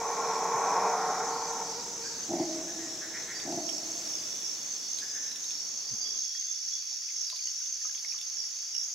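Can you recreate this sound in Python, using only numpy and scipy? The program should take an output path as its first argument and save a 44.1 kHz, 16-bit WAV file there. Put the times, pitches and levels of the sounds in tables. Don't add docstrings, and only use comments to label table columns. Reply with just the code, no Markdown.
import sys
import numpy as np
from scipy import signal
from scipy.fft import rfft, irfft, next_fast_len
from scipy.io import wavfile

SR = 44100
rng = np.random.default_rng(int(sys.argv[2]) if len(sys.argv) > 2 else 0)


def wav_record(signal):
    frames = np.transpose(np.atleast_2d(signal))
    bounded = np.clip(frames, -1, 1)
    quanta = np.round(bounded * 32767).astype(np.int16)
    wavfile.write(sys.argv[1], SR, quanta)


N = 394254
TIME = np.arange(N) / SR

# time_s, effort_db, mouth_hz (the region the mouth favours)
ROAR = [(0.0, -34, 980), (0.48, -31, 970), (0.53, -29, 970), (0.89, -27.5, 940), (0.96, -31, 790),
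        (1.27, -34, 800), (1.38, -37.5, 913), (1.61, -38.5, 870), (1.68, -45, 850), (2.2, -61.5, 882)]
# centre_hz, width_hz, level_db
THROAT_MODES = [(470, 108, -7), (610, 123, -7), (745.5, 51, -0.5), (824, 37, -3), (898, 76, -1.5),
                (978, 55, -5), (1077, 71, -1)]
RASP_MODES = [(1233, 92, 3), (1391, 33, 5.5), (1470, 97, -3), (1720, 60, -13), (1820, 61, -9),
              (2100, 190, -17.5)]
CHEST_MODES = [(180, 32, 0), (292, 35, 1), (349, 27, 0.98)]
# multiple, level_db
TONE_OVERTONES = [(1, -0.5), (2, -3), (3, -14.5), (4, -18), (5, -17)]
# level_db at the reference effort, share of the effort's swing followed,
# gain_db as the mouth closes
VOICE_LAW = (-28.5, 1.075, 0)
RASP_LAW = (-41.5, 1, 5.5)
EDGE_LAW = (-50, 1, -6)
CHEST_LAW = (-51.5, .45, 1.5)
TONE_LAW = (-37, 0.57, 0)
REFERENCE_EFFORT_DB, OPEN_MOUTH_HZ, CLOSED_MOUTH_HZ = -28.5, 950, 800
TONE_HZ = 460.3

# time_s, later_share (0-1)
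LATER = [(0, 0.02), (3.2, 0.05), (4.5, 0.13), (6.2, 0.6), (8.94, 0.9)]
# centre_hz, width_hz, pulses_per_s, first_level_db, later_level_db
CHOIRS = [(3383, 290, 45, -63, -63), (4070, 940, 51, -54.5, -61), (5000, 570, 54, -53, -51.5),
          (5540, 446, 78, -44, -43), (6148, 397, 60, -42.5, -41.5), (6612, 460, 100, -47.5, -45.5),
          (7056, 520, 120, -51.5, -60), (7650, 610, 99, -54, -81)]

# frequency_hz, level_db
DRONE = [(18, -47.5), (30, -20), (143, -7), (236, -4), (321, -2.5), (490, -4.5), (618, -7.5), (1340, -12),
         (3000, -18), (3900, -37), (6600, -120)]
AIR = [(40, -26.5), (300, -22), (800, -7), (1400, 1.5), (2200, 5.5), (3200, 5), (6000, -5.5), (9000, 0),
       (15500, -5)]
HUSH = [(25, -14.5), (150, -3), (400, 0.5), (900, 4), (2000, -4), (6000, -45)]
# time_s, level_db
DRONE_DB = [(0, -53.5), (3.3, -50.5), (4.5, -55), (5.5, -61), (6.18, -61.5), (6.23, -102), (8.94, -90)]
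AIR_DB = [(0, -54), (3.5, -53.5), (4.1, -49.5), (4.6, -51.5), (6.3, -54.5), (7.4, -54), (8.94, -54)]
HUSH_DB = [(0, -77), (6.17, -61.5), (6.22, -78), (7.85, -77.5), (7.97, -67), (8.94, -68.5)]
LEAVES_DB = [(3.6, -69), (3.95, -64), (4.1, -65), (4.35, -75), (4.7, -80)]
AIR_TOP_HZ, AIR_TOP_FIRST_DB, AIR_TOP_LATER_DB = 8500, 0.5, -2.5

# start_s, length_s, level_db, pitch_hz (midway)
BUMPS = [(.54, 0.033, -50, 137), (5.724, 0.037, -59, 242), (5.905, 0.046, -50, 124),
         (5.924, 0.036, -52.5, 227)]
# start_s, length_s, level_db
RASPS = [(1.286, 0.24, -49), (1.628, 0.21, -50.5), (2.005, 0.27, -49), (2.37, .19, -48)]
# start_s, peak_db, pitch_hz (midway), left_over_right_db
PEEPS = [(1.782, -43, 4820, -2), (2.03, -43, 4760, -4), (3.34, -39.5, 4680, -12), (4.154, -45, 4940, 14),
         (4.986, -40, 5000, 6), (5.075, -39, 5030, 0), (5.86, -40, 4780, 4), (6.004, -34.5, 4720, -13),
         (6.04, -43, 3340, 7), (6.215, -46.5, 3410, -1), (6.29, -47, 3310, 2), (6.35, -46, 3320, 1),
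         (6.465, -48, 3470, -2), (6.71, -44.5, 3420, 0), (7.26, -35.5, 4820, 4.5), (8.374, -41.5, 4890, 10),
         (8.66, -48, 4780, 9)]
PEEP_S = 0.049
# start_s, length_s, level_db, pitch_hz (midway), sac_width_hz
CLUCKS = [(2.036, 0.051, -50, 1597, 250), (2.005, 0.048, -57, 2310, 300), (2.327, .12, -57, 2025, 400),
          (2.668, 0.062, -53.5, 1717, 300), (2.781, .067, -53.5, 1860, 300),
          (3.007, 0.06, -46.5, 1723, 500), (3.131, 0.0636, -44.5, 1912, 600),
          (3.279, .061, -44.5, 1908, 600), (5.011, .038, -47, 1690, 250), (5.139, 0.055, -50, 1706, 300)]
CLUCK_RISE = 0.1
# start_s, length_s, level_db, pulses_per_s
BARKS = [(2.282, 0.179, -33.5, 78), (3.445, 0.175, -36.5, 74)]
# centre_hz, width_hz, level_db
BARK_MODES = [(152, 56, -5.5), (257, 76, -1), (333.4, 34, 7), (464, 260, -10), (636, 183, -2.5),
              (767, 152, -2.5)]

# start_s, level_db
LOW_CHIRPS = [(3.64, -37.5), (4.03, -40), (4.21, -42), (4.41, -39), (4.84, -42), (5.19, -44), (5.47, -41.5),
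              (5.6, -42), (5.78, -44), (6.02, -40.5), (6.22, -41.5), (6.49, -41), (6.62, -40),
              (6.84, -41.5), (7.14, -39), (7.55, -43), (7.8, -42), (8.03, -39), (8.34, -38), (8.71, -35.5)]
HIGH_CHIRPS = [(3.6, -42), (3.83, -40), (4.06, -41), (4.34, -46), (4.61, -40.5), (4.87, -37.5),
               (5.12, -40.5), (5.39, -41), (5.64, -42.5), (5.88, -38), (6.11, -36), (6.37, -35),
               (6.62, -41), (6.82, -46.5), (7.1, -39.5), (7.36, -37.5), (7.59, -39.5), (7.8, -38),
               (8.0, -43), (8.22, -41.5), (8.48, -43), (8.74, -44)]
LOW_CHIRP_S, LOW_EDGE_S, LOW_BETWEEN_DB = 0.17, 0.047, -48
HIGH_CHIRP_S, HIGH_EDGE_S, HIGH_BETWEEN_DB = 0.186, 0.038, -52
NEAR_FROM_S, NEAR_FADE_S = 3.4, 0.21

# start_s, level_db (of the ring), pitch_hz, left_over_right_db
DRIPS = [(3.401, -29, 3680, -8), (3.524, -29.5, 4400, -4), (3.691, -28.5, 3150, -13),
         (4.986, -25, 4000, -8), (5.316, -31.5, 3900, -10), (5.359, -31, 3640, -10), (5.442, -29, 3760, 7),
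         (5.507, -28, 3600, -10), (6.35, -39, 1860, -10), (6.92, -51.5, 795, -1.5),
         (7.087, -36.5, 2520, -10), (7.103, -39, 2150, 10), (7.3, -27, 3960, -11),
         (7.326, -41.5, 1050, -12), (7.363, -29.5, 4060, 6), (7.392, -38, 2390, -7),
         (7.472, -36, 2970, -11), (7.659, -34, 3540, -9), (7.85, -40, 1270, 10), (7.853, -58, 610, -9),
         (7.948, -35, 3340, -8), (7.894, -40, 1640, 5), (7.977, -33.5, 3430, -11), (8.047, -30.5, 2170, 10),
         (8.123, -34, 2450, -13), (8.145, -44, 1160, -2), (8.186, -32.5, 3500, -14),
         (8.213, -28.5, 3600, -9), (8.749, -35, 2880, -14)]
SPLASH_TOP_HZ = 10600
# start_s, length_s, level_db
TRILLS = [(3.45, .78, -51), (4.1, 0.44, -54), (4.45, 0.71, -50), (5.35, 0.76, -49.5), (6.12, 1.1, -51),
          (7.16, 0.48, -46.5), (7.55, 1.26, -52.5)]
TRILL_EDGE_S = 0.21
# start_s, length_s, level_db
THIN_TRILL = (5.55, 3.8, -52.5)
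FAR_TRILL = (3.85, 1.46, -58)
TICKING = (3.5, 2.14, -53)
TICKS_PER_S, TICK_AT_S = 4, 3.5
# start_s, length_s, level_db (before its swells)
HIGH_BAND = (4.7, 4.6, -65.5)
CUTOFF_HZ = 15750


def from_db(db):
    return 10 ** (np.asarray(db) / 20)


def rms_one(x):
    return x / np.sqrt(np.mean(x ** 2) + 1e-20)


def in_time(rows):
    s, *columns = np.transpose(rows)
    return [np.interp(TIME, s, c) for c in columns]


def during(rows):
    inside_s = np.minimum(TIME - rows[0][0], rows[-1][0] - TIME)
    return np.clip(1 + inside_s * 10, 0, 1)


def drift(rate):
    knots = rng.standard_normal(4096)
    return rms_one(np.interp(TIME * rate, np.arange(len(knots)), knots, period=len(knots)))


def band(x, hz, width_hz, order=2):
    edges = np.clip([hz - width_hz / 2, hz + width_hz / 2], 15, SR / 2 - 100)
    return signal.sosfilt(signal.butter(order, edges, "band", fs=SR, output="sos"), x + 1e-18)


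def resonate(x, modes):
    return sum((-1) ** k * from_db(db) * band(x, hz, width, order=1)
               for k, (hz, width, db) in enumerate(modes))


def cut(x, hz, kind, order=4):
    return signal.sosfilt(signal.butter(order, hz, kind, fs=SR, output="sos"), x)


def coloured(x, spectrum):
    hz, db = np.transpose(spectrum)
    size = next_fast_len(N)
    bins = np.maximum(np.fft.rfftfreq(size, 1 / SR), 1)
    gain = from_db(np.interp(np.log(bins), np.log(hz), db))
    return rms_one(irfft(rfft(x, size) * gain, size)[..., :N])


def wide_noise(alike):
    mid, side = rng.standard_normal((2, N))
    alike = np.clip(alike, 0, 1)
    return np.sqrt(1 + alike) * mid + np.sqrt(1 - alike) * side * [[1], [-1]]


def pan(db):
    return from_db(np.array([[db], [-db]]) / 2)


def burst(s, length, edge):
    inside_s = np.minimum(TIME - s, s + length - TIME)
    return np.sin(np.pi / 2 * np.clip(inside_s / edge, 0, 1))


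def bouts(rows, edge):
    return sum(from_db(db) * burst(s, length, edge) for s, length, db in rows)


def forest(x, t60, wet_db, spread_db=0):
    t = TIME[:3 * SR]
    decay = from_db(-60 * t / t60) * np.minimum(t * 50, 1)
    mid, side = rng.standard_normal((2, len(t))) * decay
    echoes = mid + from_db(spread_db) * side * [[1], [-1]]
    echoes /= np.sqrt(np.sum(echoes ** 2, axis=1, keepdims=True))
    return x + from_db(wet_db) * signal.fftconvolve(np.atleast_2d(x), echoes, axes=1)[:, :N]


def hoarse_folds(rate, jitter, air):
    cycles = np.cumsum(rate * np.exp(jitter * drift(150))) / SR
    slaps = np.diff(np.floor(cycles), prepend=0)
    puffs = np.exp(-2 * (cycles % 1)) * rng.standard_normal(N)
    return rms_one(slaps) + air * rms_one(puffs)


def roar():
    effort_db, mouth_hz = in_time(ROAR)
    closing = np.clip((OPEN_MOUTH_HZ - mouth_hz) / (OPEN_MOUTH_HZ - CLOSED_MOUTH_HZ), 0, 1)
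    folds = hoarse_folds(rate=150, jitter=0.22, air=0.98)
    mouth_width_hz, mouth_db = 150, 6
    voice = 0
    for hz, width, db in THROAT_MODES:
        lift_db = mouth_db * np.exp(-((hz - mouth_hz) / mouth_width_hz) ** 2)
        voice = voice + from_db(db + lift_db) * band(folds, hz, width)
    rasp = cut(cut(resonate(folds, RASP_MODES), 2400, "low", order=6), 960, "high")
    edge = cut(band(folds, 2386, 220, order=1), 2450, "low", order=10)
    chest = cut(resonate(folds, CHEST_MODES), 480, "low")
    waver = 1 + 0.006 * drift(8) + 0.02964 * drift(120)
    phase = 2 * np.pi * np.cumsum(TONE_HZ * waver) / SR
    tone = sum(from_db(db) * np.sin(multiple * phase) for multiple, db in TONE_OVERTONES)
    tone = tone * from_db(3.5 * drift(34.6))
    parts = [(voice, VOICE_LAW), (rasp, RASP_LAW), (edge, EDGE_LAW), (chest, CHEST_LAW), (tone, TONE_LAW)]
    call = 0
    for part, (db, follows, closed_db) in parts:
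        part_db = db + follows * (effort_db - REFERENCE_EFFORT_DB) + closed_db * closing
        call = call + rms_one(part) * from_db(part_db)
    return forest(call * during(ROAR), t60=0.88, wet_db=-8, spread_db=-53.5)


def wing_strokes(rate, wander, sharpness):
    cycles = np.cumsum(rate * (1 + wander * drift(8))) / SR
    return np.exp(sharpness * np.cos(2 * np.pi * cycles))


def choirs():
    later, = in_time(LATER)
    out = 0
    for hz, width, rate, first_db, later_db in CHOIRS:
        strokes = wing_strokes(rate, wander=0.059, sharpness=0.12)
        song = band(wide_noise(alike=0.53) * strokes, hz, width, order=3)
        level_db = first_db + later * (later_db - first_db) + 1.6 * drift(14)
        out = out + rms_one(song) * from_db(level_db)
    return out * pan(-0.7)


def background():
    later, = in_time(LATER)
    drone = coloured(rng.standard_normal(N), DRONE) * from_db(in_time(DRONE_DB)[0] + 0.98 * drift(10))
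    air = coloured(wide_noise(alike=0.17), AIR) * from_db(in_time(AIR_DB)[0]) * pan(-1)
    top_gain = from_db(AIR_TOP_FIRST_DB + later * (AIR_TOP_LATER_DB - AIR_TOP_FIRST_DB))
    air = cut(air, AIR_TOP_HZ, "low", order=3) + top_gain * cut(air, AIR_TOP_HZ, "high", order=3)
    hush = coloured(wide_noise(alike=0.23), HUSH) * from_db(in_time(HUSH_DB)[0])
    flutter = from_db(5.9 * drift(430))
    leaves = rms_one(band(wide_noise(alike=1.0) * flutter, 10000, 4000))
    leaves = leaves * from_db(in_time(LEAVES_DB)[0])
    return drone + air + hush + leaves


def bumps():
    sag = 0.36
    out = 0
    for s, length, db, hz in BUMPS:
        t = TIME - s
        phase = 2 * np.pi * hz * t * (1 + sag * (1 - t / length) / 2)
        out = out + from_db(db) * burst(s, length, edge=length / 2) * np.sqrt(2) * np.sin(phase)
    return out


def katydid():
    strokes = wing_strokes(85, wander=0.065, sharpness=0.25)
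    rasp = rms_one(band(wide_noise(alike=0.6) * strokes, 4610, 560)) * pan(-2.5)
    return rasp * bouts(RASPS, edge=0.035)


def peeps():
    out, waver = 0, 1 + 0.00603 * drift(150)
    for s, db, hz, side_db in PEEPS:
        rise = 1 + 0.012 * np.clip((TIME - s) / PEEP_S - 0.5, -1, 1)
        whistle = np.sin(2 * np.pi * np.cumsum(hz * waver * rise) / SR)
        out = out + pan(side_db) * (from_db(db) * burst(s, PEEP_S, edge=0.037) * whistle)
    return forest(out, t60=0.63, wet_db=2.5)


def clucks(sac_pulses_hz=165):
    out, waver = np.zeros(N), 1 + 0.012 * drift(200)
    offsets_hz = np.arange(-3, 4) * sac_pulses_hz
    for s, length, db, hz, width in CLUCKS:
        on = slice(int(s * SR), int((s + length) * SR))
        glide = waver[on] * (1 + CLUCK_RISE * ((TIME[on] - s) / length - 0.5))
        clock = 2 * np.pi * np.cumsum(glide) / SR
        note = 0
        for d in offsets_hz:
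            overtone = np.sin((hz + d) * clock + rng.uniform(0, 2 * np.pi))
            note = note + overtone / (1 + (2 * d / width) ** 2)
        out[on] += from_db(db) * rms_one(note) * burst(s, length, edge=0.019)[on]
    return forest(out, t60=1.0, wet_db=0.0, spread_db=-33)


def barks():
    out = 0
    for s, length, db, rate in BARKS:
        voice = resonate(hoarse_folds(rate, jitter=0.3, air=1.55), BARK_MODES)
        voice = cut(cut(voice, 1090, "low", order=6), 133, "high", order=2)
        out = out + from_db(db) * rms_one(voice) * burst(s, length, edge=0.05)
    carried = from_db(-5) * band(out, 326.0, 49) + from_db(0.5) * band(out, 646, 102)
    carried = carried + from_db(-2.5) * cut(out, 185, "high", order=2)
    echoes = forest(carried, t60=2.46, wet_db=-1.5, spread_db=-53.5) - carried
    return out + echoes


def insect(envelope, hz, width_hz, rate, sharpness, overtone_db, side_db, alike, whine=0):
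    strokes = wing_strokes(rate, wander=0.0235, sharpness=sharpness)
    scrape = rms_one(band(wide_noise(alike), hz, width_hz, order=3))
    pure = rms_one(band(wide_noise(alike), hz, width_hz / 5))
    song = rms_one((scrape + whine * pure) * strokes)
    song = song + from_db(overtone_db) * rms_one(cut(song ** 2, hz * 2.1, "high"))
    return song * envelope * pan(side_db)


def chirping(chirps, length, edge, between_db):
    return np.maximum(bouts([(s, length, db) for s, db in chirps], edge), from_db(between_db))


def buzzers():
    depth = 0.55
    uneven = chirping(LOW_CHIRPS, LOW_CHIRP_S, LOW_EDGE_S, LOW_BETWEEN_DB)
    steady = chirping(HIGH_CHIRPS, HIGH_CHIRP_S, HIGH_EDGE_S, HIGH_BETWEEN_DB)
    low = insect(uneven, 5550, 350, 58.5, depth, overtone_db=-27.5, side_db=-6.5, alike=0.2, whine=0.7)
    high = insect(steady, 6365, 280, 67, depth, overtone_db=-38, side_db=-2.5, alike=0.63, whine=0.72)
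    return (low + high) * np.clip((TIME - NEAR_FROM_S) / NEAR_FADE_S, 0, 1)


def drips(splash_at_4khz_db=-7, patter_floor_db=-51):
    ring_cycles = 36
    out, t = np.zeros((2, N)), TIME[:SR // 10]
    patter = [(6.3 + 2.5 * u, patter_floor_db + 7 * v, 1400 + 2800 * w, 12 * p - 8)
              for u, v, w, p in rng.random((35, 4))]
    for s, db, hz, side_db in list(DRIPS) + patter:
        modes = [(hz, 0), (hz * rng.uniform(0.598, 0.96), -12), (hz * rng.uniform(1.05, 1.5), -10)]
        ring = sum(np.sin(2 * np.pi * f * t) * from_db(mode_db - 60 * t * f / ring_cycles)
                   for f, mode_db in modes)
        ring = ring * (1 - np.exp(-t * hz / 2))
        splash = cut(rng.standard_normal(len(t)) * np.exp(-t / 0.002), 2000, "high", order=2)
        splash = cut(splash, SPLASH_TOP_HZ, "low")
        splash = from_db(splash_at_4khz_db) * splash * (hz / 4000) ** 0.72
        drop = from_db(db) * (ring + splash) * pan(side_db)
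        at = int(s * SR)
        out[:, at:at + len(t)] += drop[:, :N - at]
    return forest(out, t60=0.066, wet_db=-5.0)


def crickets():
    trill = insect(bouts(TRILLS, TRILL_EDGE_S), 4512, 255, rate=71, sharpness=0.15,
                   overtone_db=-42.0, side_db=-1.5, alike=0.83)
    thin = insect(bouts([THIN_TRILL], edge=0.4), 4665, 60, rate=91, sharpness=0.24,
                  overtone_db=-57, side_db=1.5, alike=0.51)
    far = insect(bouts([FAR_TRILL], edge=0.27), 3500, 150, rate=110, sharpness=0.35,
                 overtone_db=-50, side_db=1, alike=0.37)
    ticks = np.maximum(np.cos(2 * np.pi * TICKS_PER_S * (TIME - TICK_AT_S)), 0) ** 2
    ticking = insect(bouts([TICKING], edge=0.32) * ticks, 7350, 200, rate=140, sharpness=0.4,
                     overtone_db=-50, side_db=2, alike=0.55)
    return trill + thin + far + ticking


def high_band():
    noise = rms_one(band(wide_noise(alike=0.48), 11220, 380))
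    swells = from_db(3.3 * np.tanh(drift(8.4)) - 2)
    return noise * bouts([HIGH_BAND], edge=0.44) * swells * pan(-2)


def scene():
    insects = choirs() + katydid() + buzzers() + crickets()
    frogs = peeps() + clucks()
    return roar() + barks() + insects + high_band() + frogs + drips() + bumps() + background()


def record(dry):
    return signal.sosfilt(signal.ellip(12, 0.1, 80, CUTOFF_HZ, fs=SR, output="sos"), dry)


dry = scene()
out = record(dry)
wav_record(out)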